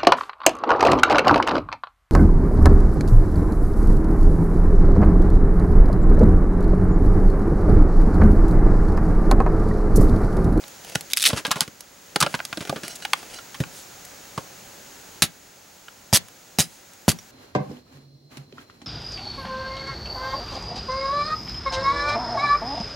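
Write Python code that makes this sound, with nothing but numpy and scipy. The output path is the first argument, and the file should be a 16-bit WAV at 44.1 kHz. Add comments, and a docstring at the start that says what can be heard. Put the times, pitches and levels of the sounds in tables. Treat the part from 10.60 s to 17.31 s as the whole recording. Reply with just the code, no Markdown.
"""A heavy knife splits firewood outdoors: each blow is an impact force exciting the modes of blade or board.
The blade slips and crackles in the split, the halves tear apart, and one falls and clatters on the woodpile.
The knife is picked up, the other half is set on the dirt, and four chops drive the blade into it.
Damped swings make the ground thuds, and showers of small catches make the rubbing and scraping.
Shaped noise makes the swishes and the air's hiss, over a thin whine; decaying noise scatters the contacts."""
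import sys
import numpy as np
from scipy import signal
from scipy.fft import rfft, irfft
from scipy.io import wavfile
from scipy.ndimage import uniform_filter1d, minimum_filter1d

SR = 44100
rng = np.random.default_rng(int(sys.argv[2]) if len(sys.argv) > 2 else 0)


def master(y):
    """Save y as 16-bit WAV."""
    cut = np.clip(np.atleast_2d(y).T, -1, 1)
    pcm = np.round(cut * 32767)  # scale
    wavfile.write(sys.argv[1], SR, pcm.astype(np.int16))


N = 295911
LENGTH, BLOW_SAMPLES = 8192, 441  # samples: one short sound, and the 10 ms its level refers to
HZ = abs(np.fft.fftfreq(LENGTH, 1 / SR))

# Levels of blows are those of their ringing middle, before the gain of the whole layer.
# Boards striking wood or ground. Each row: start in seconds, level in dB, body in dB re level,
# edge in dB re level, contact t60 in seconds, body pitch in Hz, ground thud in dB.
KNOCKS = [(0.3555, -22.5, -6, -3, 0.012, 553, -25), (0.7035, -31.5, 0, -13, 0.022, 820, -55),
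          (0.7314, -29.5, 3.5, -9, 0.054, 527, -19.5), (0.7745, -30, -3, 1, 0.095, 920, -36),
          (0.8506, -21.5, -7.5, -13, 0.045, 775, -42), (0.8785, -37, 1.5, -10, 0.12, 356, -36),
          (0.9085, -22, -6, -10, 0.12, 830, -33.5), (0.9584, -30, 0.5, -4, 0.17, 500, -32),
          (1.015, -28.5, -4, 2, 0.085, 615, -32.5), (1.078, -42, -2.5, -2, 0.023, 430, -38.5),
          (1.5598, -20, -2, -2.5, 0.025, 585, -31.5), (1.613, -20, -5.5, -3, 0.02, 880, -30),
          (1.6255, -16, -8, -3, 0.028, 720, -23.5), (1.6635, -24, -0.5, -11, 0.039, 546, -35),
          (1.7412, -25, 0.5, -12, 0.031, 780, -30), (1.7495, -28, -13, -5, 0.034, 590, -50),
          (1.792, -36, -7, -20, 0.04, 700, -55), (1.8022, -33, 4, -27, 0.01, 1170, -55),
          (1.928, -28, -6.5, -12, 0.028, 920, -40), (1.973, -33, 3, -3, 0.031, 390, -37),
          (2.007, -34, -4.5, -4, 0.061, 463, -31.5), (2.0955, -27.5, 1, -4.5, 0.028, 456.4, -27.5),
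          (2.127, -44.5, 19.5, -12, 0.02, 398, -46), (2.16, -32.5, -0.5, -9, 0.08, 358, -36),
          (2.234, -33.5, -4.5, -2, 0.092, 417, -36.5), (3.003, -34, 6, -2, 0.058, 425, -18),
          (3.7774, -33, 6.5, -6, 0.043, 660, -28)]
# Chops driving the blade in. Each row: start in seconds, impact in dB, thud in dB, thud pitch in Hz,
# crackle in dB, crackle edge in dB re crackle, bite length in seconds, release t60 in seconds.
CHOPS = [(4.6212, -14.5, -24.5, 210, -23, 3.5, 0.013, 0.08), (5.5282, -25, -15, 160, -25, 8.5, 0.043, 0.03),
         (5.9865, -23, -18.5, 210, -27.5, 7.5, 0.027, 0.11),
         (6.4808, -26, -11.5, 215, -26, 6, 0.018, 0.075)]
# Modes of a split board. Each row: frequency in Hz before stretching, mean weight in dB, t60 in seconds.
BOARD_MODES = [(265, -9, 0.017), (490, -7, 0.1), (555, -12, 0.044), (760, -1.5, 0.078), (960, 6, 0.019),
               (1070, -4.5, 0.028), (1418, -0.5, 0.034), (1772, -5.5, 0.055), (2210, 4, 0.012),
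               (2780, -7, 0.029), (2940, 2.5, 0.023), (3620, 1, 0.029), (4004, -1.5, 0.035),
               (4813, 6.5, 0.021), (5580, 2, 0.026)]
# Modes of the blade pinched in the wood. Each row: frequency in Hz before stretching,
# mean weight in dB, t60 in seconds.
BLADE_MODES = [(2150, -20, 0.047), (3370, -3, 0.028), (3680, 6.5, 0.021), (3930, 7.5, 0.019),
               (4620, 11, 0.01), (5500, -6, .02), (6760, -8, .03), (7880, -15, 0.06), (10200, -23, 0.024),
               (10610, 8.5, 0.017)]
# Colour of rubbing. Each row: frequency in Hz, gain in dB.
RUB_COLOUR = [(30, -43), (150, 4.5), (500, 4), (1400, 1), (3000, 2.5), (7000, -1), (11000, -3),
              (16000, -31)]

BODY_HZ = 523  # body pitch of a blow that has none of its own
BOARD_HZ = 1420  # the board's strongest mode is moved here for knocks and clacks
BLADE_RINGING = .3  # gain of the blade's modes beside the direct force
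THUD_REFERENCE_DB = -29.5


def amp(db):
    """Decibels to amplitude ratio: 20 dB is a factor of ten."""
    return 10 ** (np.asarray(db) / 20)


def fade(t, t60):
    """Exponential damping: the amplitude falls by 60 dB in t60."""
    return amp(-60 * t / t60)


def unit(x):
    """Energy normalisation: the sum of squares becomes 1."""
    return x / np.sqrt(np.sum(x ** 2) + 1e-20)


def blow_level(x, db):
    """Equal energy: a short sound gets the energy of 10 ms at this level."""
    return unit(x) * np.sqrt(BLOW_SAMPLES) * amp(db)


def read(points, hz):
    """Interpolation on a log-frequency axis, where equal steps are equal musical intervals."""
    f, value = np.transpose(points)
    return np.interp(np.log(hz + 1e-9), np.log(f), value)


def colour(points, stretch=1):
    """Spectral envelope: gain over HZ of a table in dB, its frequencies multiplied by stretch."""
    return amp(read(points, HZ / stretch))


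def add(mix, s, sound):
    """Superposition: a sound joins the mix at time s."""
    part = mix[max(round(s * SR), 0):][:len(sound)]
    part += sound[:len(part)]


def causal(gain):
    """Minimum-phase impulse response: the log gain's Hilbert transform gives the phase."""
    return np.fft.ifft(np.exp(np.conj(signal.hilbert(np.log(gain + 1e-9))))).real


def through(x, response):
    """Linear filtering by convolution with an impulse response, keeping the length."""
    return signal.fftconvolve(x, response)[:len(x)]


def ring(modes, stretch, spread_db):
    """Modal superposition: damped sines, weighted differently by each point of impact."""
    hz, db, t60 = np.transpose(modes)[:, :, None]
    t = np.arange(LENGTH) / SR
    weight = amp(db + spread_db * rng.standard_normal(hz.shape))
    weight = weight * rng.choice([-1, 1], hz.shape)
    return unit((weight * fade(t, t60) * np.sin(2 * np.pi * hz * stretch * t)).sum(0))


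def contact(t60, crunch, grain_db):
    """Impulsive contact force: a sharp first touch, then a dying shower of tiny fibre breaks."""
    t = np.arange(LENGTH) / SR
    sizes = amp(grain_db * np.minimum(rng.exponential(1, LENGTH), 4))
    sizes = sizes * (rng.random(LENGTH) < .3)
    force = crunch * unit(sizes * rng.standard_normal(LENGTH) * fade(t, max(t60, .002)))
    force[0] += 1
    return force


def strikes(rows, modes, ringing, crunch, grain_db, tilt_db, edge_tilt_db, spread_db, detune):
    """Source and resonator: each contact force is heard directly and through the modes it excites."""
    # Hollow part of a blow. Each row: multiple of the body pitch, gain in dB.
    hollow = [(.06, -47), (.3, -17.5), (.62, -3), (.8, 0.5), (1.15, -1), (1.4, 0.5), (2.4, -9), (5, -51)]
    # Ringing middle, before its tilt. Each row: frequency in Hz, gain in dB.
    middle_points = [(5, -130), (100, -65), (400, -57), (850, -9.5), (1300, 2.5), (3000, 7.5), (5500, -4),
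                     (7000, -35), (11000, -47.5)]
    # Sharp edge, before its tilt. Each row: frequency in Hz, gain in dB.
    edge_points = [(5, -150), (200, -85), (2500, -13.5), (4800, 0), (6300, 1), (10500, 1), (13000, -3),
                   (16000, -13)]
    out = np.zeros(N)
    octaves = np.log2(HZ + 1)
    middle = colour(middle_points) * amp(tilt_db * octaves)  # tilts in dB per octave
    edge = colour(edge_points) * amp(edge_tilt_db * octaves)
    main_hz = max(modes, key=lambda mode: mode[1])[0]  # the mode with the greatest weight
    for s, db, body_db, edge_db, t60, *pitches in rows:
        # a row without pitches of its own rings a little differently each time
        mode_hz, body_hz = pitches or (main_hz * (1 + detune * rng.uniform(-1.18, 1)), BODY_HZ)
        force = contact(t60, crunch, grain_db)
        sound = force + ringing * through(force, ring(modes, mode_hz / main_hz, spread_db))
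        # body and edge get their energies relative to the middle's
        power = abs(np.fft.fft(sound)) ** 2
        ranges = (middle, 0), (colour(hollow, body_hz), body_db), (edge, edge_db)
        gain_squared = sum((amp(rel_db) * shape) ** 2 / np.mean(power * shape ** 2)
                           for shape, rel_db in ranges)
        blow = through(sound, causal(np.sqrt(gain_squared)))
        add(out, s, amp(db) * np.sqrt(BLOW_SAMPLES) * blow)
    return out


def thuds(rows, t60=0.029, rise=0.0014, rattle=0.5, crumble_t60=0.072, lowest_hz=58, order=4):
    """Heavily damped oscillation: the ground takes the weight in a few swings while soil crumbles."""
    # Crumbling soil. Each row: multiple of the thud's pitch, gain in dB.
    soil = [(.15, -17), (.4, -9), (.8, 0), (1.7, -1), (2.8, -17), (7, -38.5)]
    out, t = np.zeros(N), np.arange(LENGTH) / SR
    for s, db, hz in rows:
        swing = -np.sin(2 * np.pi * hz * t) * fade(t, t60) * (1 - np.exp(-t / rise))
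        crumble = rng.standard_normal(LENGTH) * fade(t, crumble_t60)
        crumble = through(crumble, causal(colour(soil, hz)))
        add(out, s, blow_level(unit(swing) + rattle * unit(crumble), db))
    return signal.sosfilt(signal.butter(order, lowest_hz, "high", fs=SR, output="sos"), out)


def swells(rows):
    """Friction follows speed: each movement of a hand swells and fades as a Gaussian."""
    t = np.arange(N) / SR
    return sum(amp(db) * np.exp(-((t - s) / half) ** 2) for s, db, half in rows)


def flurry(start, length, first_db, last_db, per_s, jitter=.3, spread_db=2, size=64):
    """Jittered point process: uneven contacts whose level slides from first to last; rows (s, dB)."""
    late, loud = rng.uniform(-1, 1, (2, size))
    count = min(max(round(length * per_s), 1), size)
    rows = []
    for k, db in enumerate(np.linspace(first_db, last_db, count)):
        delay = jitter * late[k] * (k > 0)
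        rows.append((start + (k + delay) * length / count, db + spread_db * loud[k]))
    return rows


def rubbing(per_s=3000, grain_db=2.5, clump_db=3, ringing=.25):
    """Stick-slip friction: splinters and grit catch in clumps of grains and faintly ring the board."""
    # Strokes of wood and knife. Each row: centre in seconds, peak level in dB, half length in seconds.
    strokes = [(0, -50, 0.066), (.31, -43.5, .06), (.69, -33, .04), (.77, -36.5, .035), (.98, -47, .07),
               (1.69, -45, 0.084), (2.05, -51, .17), (2.32, -47, .08), (2.6, -47, 0.16), (2.74, -45, .035)]
    grains = (rng.random(N) < per_s / SR) * rng.standard_normal(N)
    grains = grains * amp(grain_db * np.minimum(rng.exponential(1, N), 4))
    # the grip catches and lets go every few hundredths of a second
    grip = uniform_filter1d(uniform_filter1d(rng.standard_normal(N), size=500), size=300)
    grains = grains * amp(clump_db * grip / grip.std())
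    grains = grains + ringing * through(grains, ring(BOARD_MODES, 0.94, 2.5))
    grains = through(grains, causal(colour(RUB_COLOUR)))
    return unit(grains) * np.sqrt(N) * swells(strokes)


def air():
    """Partly coherent noise: soft outdoor hiss, with a thin electronic whine that swells along with it."""
    # Spectrum of the hiss. Each row: frequency in Hz, relative density in dB per Hz.
    spectrum = [(15, -37), (25, -7), (177, -1), (403, -2), (448, -3), (554, 0.5), (666, -4), (761, -1),
                (1130, -7), (1290, -4), (3350, -9), (6000, -7), (6670, -3), (8240, -13), (14000, -17)]
    # Level of the hiss. Each row: time in seconds, level in dB.
    levels = [(.5, -44.5), (.8, -48), (1.3, -49.5), (1.7, -45), (3.4, -44), (4.58, -45), (4.68, -49.5)]
    # Likeness of the two channels. Each row: frequency in Hz, coherence from 0 to 1.
    likeness = [(60, 0.91), (180, 0.87), (550, 0.43), (1650, 0.5), (4970, 0.66), (15000, 1)]
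    whine_hz, whine_db = 15735, -63  # the level where the hiss is softest
    hz, t = np.fft.rfftfreq(N, 1 / SR), np.arange(N) / SR
    a, b = rfft(rng.standard_normal((2, N)))
    same = np.clip(read(likeness, hz), 0, 1)
    channels = np.array([a, same * a + np.sqrt(1 - same ** 2) * b])
    hiss = irfft(channels * amp(read(spectrum, hz)), N)
    hiss = unit(hiss) * np.sqrt(2 * N)
    swell_db = np.interp(t, *np.transpose(levels))
    whine = np.sqrt(2) * np.sin(2 * np.pi * whine_hz * t) * amp(whine_db - swell_db.min())
    return (hiss + whine) * amp(swell_db)


def ticking(body_db=-6, t60=0.018):
    """Light impacts excite modes weakly: grit and splinters tick, and the blade pings once."""
    # Faint ticks. Each row: start in seconds, level in dB, edge in dB re level.
    ticks = [(.039, -42.5, -11), (.081, -55, 11), (.248, -46, 1), (.297, -46.5, 4), (.4093, -41, 5.5),
             (1.207, -48.5, 10), (2.2805, -38.5, 4), (3.451, -53, 11), (5.685, -52, 2), (6.335, -59, 8.5),
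             (6.588, -49, -2)]
    # The blade's ping after the last chop: start in seconds, level in dB, pitch in Hz, t60 in seconds.
    ping = (6.588, -43, 5728, 0.05)
    rows = [(s, db, body_db, edge_db, t60) for s, db, edge_db in ticks]
    out = strikes(rows, BOARD_MODES, ringing=0.22, crunch=1.6, grain_db=4, tilt_db=1.0,
                  edge_tilt_db=2.0, spread_db=4, detune=0.15)
    s, db, hz, ping_t60 = ping
    t = np.arange(LENGTH) / SR
    add(out, s, blow_level(np.sin(2 * np.pi * hz * t) * fade(t, ping_t60), db))
    return out


def clacking(body_db=-3, body_hz=1000, lowest_hz=680, order=3):
    """High-passed impacts: the knife clacks on wood, and the wood cracks once under the last chop."""
    # Knife against wood, and one crack of the wood splitting under the last chop (6.5162).
    # Each row: start in seconds, level in dB, edge in dB re level, contact t60 in seconds.
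    clacks = [(6.5162, -38, 8, 0.02), (0.352, -34, 5, 0.06), (0.8665, -35, 3, 0.05), (0.9145, -21, 1, 0.04),
              (1.007, -28, 11.5, 0.011), (1.6036, -29, 10, 0.049), (1.8512, -42, 11, 0.023),
              (2.4235, -43, -2, 0.03), (2.4504, -26.5, -9.5, 0.02), (2.5333, -17.5, -6.5, 0.013),
              (2.787, -40, -16, 0.045), (2.9445, -38.5, -6, 0.05), (3.0374, -35.5, -14, 0.01),
              (5.283, -41.5, -20.5, 0.016)]
    rows = [(s, db, body_db, edge_db, t60, BOARD_HZ, body_hz) for s, db, edge_db, t60 in clacks]
    out = strikes(rows, BOARD_MODES, ringing=0.41, crunch=2.8, grain_db=2, tilt_db=-2.0,
                  edge_tilt_db=-5.5, spread_db=2.0, detune=0)
    return amp(0.3) * signal.sosfilt(signal.butter(order, lowest_hz, "high", fs=SR, output="sos"), out)


def knocking(detune=.03, rattle_body_db=-1.5, rattle_t60=0.055):
    """Struck-plate modes: boards knock, each time at a slightly different pitch, and loose pieces rattle."""
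    # Loose pieces rocking and settling. Each row: start in seconds, length in seconds, first level in dB,
    # last level in dB, knocks per second, edge in dB re level.
    rattles = [(0.7625, 0.068, -35, -37, 30, -2), (1.6335, 0.036, -28, -35, 55, -10),
               (2.024, 0.075, -39.5, -39.5, 40, -3), (2.629, 0.03, -42, -42, 30, -6)]
    rows = []
    for s, db, body_db, edge_db, t60, body_hz, _ in KNOCKS:
        mode_hz = BOARD_HZ * (1 + detune * rng.uniform(-1.05, 1))
        rows.append((s, db, body_db, edge_db, t60, mode_hz, body_hz))
    for *rattle, edge_db in rattles:
        rows += [(s, db, rattle_body_db, edge_db, rattle_t60, BOARD_HZ, BODY_HZ)
                 for s, db in flurry(*rattle)]
    return amp(-0.4) * strikes(rows, BOARD_MODES, ringing=0.5, crunch=2.5, grain_db=2, tilt_db=-2.0,
                               edge_tilt_db=-7, spread_db=2.0, detune=0)


def landing(reference_hz=165, octaves_per_db=0.02):
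    """Load-dependent resonance: under each knock, a heavier landing sinks deeper and thuds lower."""
    rows = []
    for s, *_, db in KNOCKS:
        rows.append((s, db, reference_hz * 2 ** (octaves_per_db * (THUD_REFERENCE_DB - db))))
    return thuds(rows, lowest_hz=66)


def tearing(body_db=-29.5, t60=0.015):
    """Fracture as a burst of impulses: the blade slips in jerks and fibres give way between them."""
    # The blade slipping in the split. Each row: start in seconds, level in dB, edge in dB re level,
    # contact t60 in seconds.
    slips = [(0.5335, -21, 1.5, 0.014), (0.572, -24, 5.5, 0.013), (0.577, -27, -1, 0.02),
             (0.606, -31, -2, 0.04), (0.6202, -34, 10, 0.014), (0.626, -28.5, 8, 0.016),
             (0.6392, -19, -3, 0.03), (0.675, -25, 7.5, 0.057), (0.6888, -41, 16, 0.009)]
    # The split opening, first slowly, then in one rip. Each row: start in seconds, length in seconds,
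    # first level in dB, last level in dB, snaps per second, edge in dB re level.
    tears = [(0.502, 0.028, -43.5, -40, 140, 2.5), (0.565, 0.13, -38, -35, 125, 6),
             (0.653, 0.018, -20, -14, 340, -1)]
    rows = [(s, db, body_db, edge_db, contact_t60) for s, db, edge_db, contact_t60 in slips]
    for *tear, edge_db in tears:
        rows += [(s, db, body_db, edge_db, t60) for s, db in flurry(*tear, jitter=.4, spread_db=3)]
    return amp(-1.0) * strikes(rows, BLADE_MODES, BLADE_RINGING, crunch=4.0, grain_db=3.5, tilt_db=4.0,
                               edge_tilt_db=-3, spread_db=5.5, detune=0.072)


def scraping(per_s=1500, ringing=1.3):
    """Stick-slip excitation: the knife's edge catches in tiny jerks that set the steel ringing."""
    # The free knife along wood. Each row: centre in seconds, peak in dB before ringing and layer gain,
    # half length in seconds.
    scrapes = [(2.25, -42, .015), (2.305, -42.5, .014), (2.43, -42, .012), (2.755, -44, .025)]
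    # Modes of the steel. Each row: frequency in Hz, mean weight in dB, t60 in seconds.
    steel = [(1420, -2, .12), (2900, 0, .12), (4050, 0, .12), (4750, -2, .1), (5600, -2, .1),
             (6400, -2, .1), (8000, -2, .08), (9500, -5, .08), (10350, -6, .07)]
    catches = (rng.random(N) < per_s / SR) * rng.standard_normal(N)
    catches = unit(catches) * np.sqrt(N) * swells(scrapes)
    force = through(catches, unit(causal(colour(RUB_COLOUR))))
    return amp(-3) * (force + ringing * through(force, ring(steel, 1, 1.5)))


def swishes():
    """Broadband friction noise: sleeve and hand brush past, smooth and bright, swelling with each movement."""
    # Movements. Each row: centre in seconds, peak level in dB, half length in seconds.
    brushes = [(2.304, -46, 0.023), (2.359, -35, 0.006), (3.18, -44.5, 0.056), (6.13, -55, 0.066)]
    # Colour of the friction. Each row: frequency in Hz, relative density in dB per Hz.
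    cloth = [(500, -32), (2000, -7), (3200, 0.5), (5500, 3.5), (8000, 4), (12000, -1), (16000, -14)]
    noise = through(rng.standard_normal(N), causal(colour(cloth)))
    return swells(brushes) * np.sqrt(N) * unit(noise)


def chopping():
    """Impact, fracture and release: each chop strikes, snaps fibres while the blade bites, and dies away."""
    chop_body_db, chop_edge_db, chop_t60 = -5.5, 3, 0.034  # body re thud, edge re impact, seconds
    snaps_per_s, snap_body_db, snap_t60 = 190, -9.5, 0.019
    bite_delay, release_db = 0.006, -1.5  # seconds after the impact; dB re crackle
    rows = []
    for start, impact_db, thud_db, _, crackle_db, edge_db, bite, release_t60 in CHOPS:
        # the hollow body follows the thud
        rows.append((start, impact_db, thud_db + chop_body_db - impact_db, chop_edge_db, chop_t60))
        snaps = flurry(start + bite_delay, bite - bite_delay, crackle_db, crackle_db, snaps_per_s,
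                       jitter=.25, spread_db=2.5)
        rows += [(s, db, snap_body_db, edge_db, snap_t60) for s, db in snaps]
        rows.append((start + bite, crackle_db + release_db, snap_body_db, edge_db, release_t60))
    return amp(-0.78) * strikes(rows, BLADE_MODES, BLADE_RINGING, crunch=3.0, grain_db=2.5, tilt_db=-1.0,
                                edge_tilt_db=-2.5, spread_db=4, detune=0.056)


def pounding(rebound_s=0.0094, rebound_db=-26, rebound_hz=125, share=.4):
    """Rebound: each chop drives the board's foot into the dirt, where it lands twice."""
    blows = [(s, db, hz) for s, _, db, hz, *_ in CHOPS]
    # the second landing is a little harder after a heavier chop
    rebounds = [(s + rebound_s, rebound_db + share * (db - THUD_REFERENCE_DB), rebound_hz)
                for s, db, _ in blows]
    return amp(-.5) * thuds(blows + rebounds, t60=.027, rattle=0.54, crumble_t60=0.069, lowest_hz=48)


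def yard(x, near_db, tail_db):
    """Diffuse scattering: ground and nearby logs scatter the sound at once; a faint tail follows."""
    # Decay of the tail. Each row: frequency in Hz, t60 in seconds.
    decay = [(100, 0.28), (400, 0.21), (2000, 0.18), (6000, 0.096), (14000, 0.063)]
    t = np.arange(2 * LENGTH) / SR
    out = []
    # each channel has its own scatter
    for noise, scatter in rng.standard_normal((2, 2, len(t))):
        hz, at, z = signal.stft(noise, SR, nperseg=256)
        tail = signal.istft(z * fade(at, read(decay, hz)[:, None]), SR, nperseg=256)[1][:len(t)]
        tail = tail * (1 - np.exp(-t / 0.0067))
        near = scatter * (rng.random(len(t)) < .1) * np.exp(-t / 0.0039)
        response = amp(near_db) * unit(near) + amp(tail_db) * unit(tail)
        out.append(x + through(x, response))
    return np.array(out)


def scene():
    """Superposition of blade, boards and ground in the open yard."""
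    wood = rubbing() + ticking() + clacking() + knocking() + tearing()
    wood = wood + scraping() + swishes() + chopping()
    ground = landing() + pounding()
    return yard(wood, near_db=-11.0, tail_db=-21.0) + yard(ground, near_db=-30, tail_db=-21.5) + air()


def record(dry):
    """Peak limiting by a fast, smoothed gain, then band limiting by a linear-phase low-pass."""
    allowed = 1 / np.maximum(abs(dry).max(0), 1)
    limited = dry * uniform_filter1d(minimum_filter1d(allowed, size=41), size=41)
    low_pass = signal.firwin(601, 16100, window=("kaiser", 10), fs=SR)  # cutoff in Hz
    return signal.oaconvolve(limited, low_pass[None], "same", axes=1)


dry = scene()
out = record(dry)
master(out)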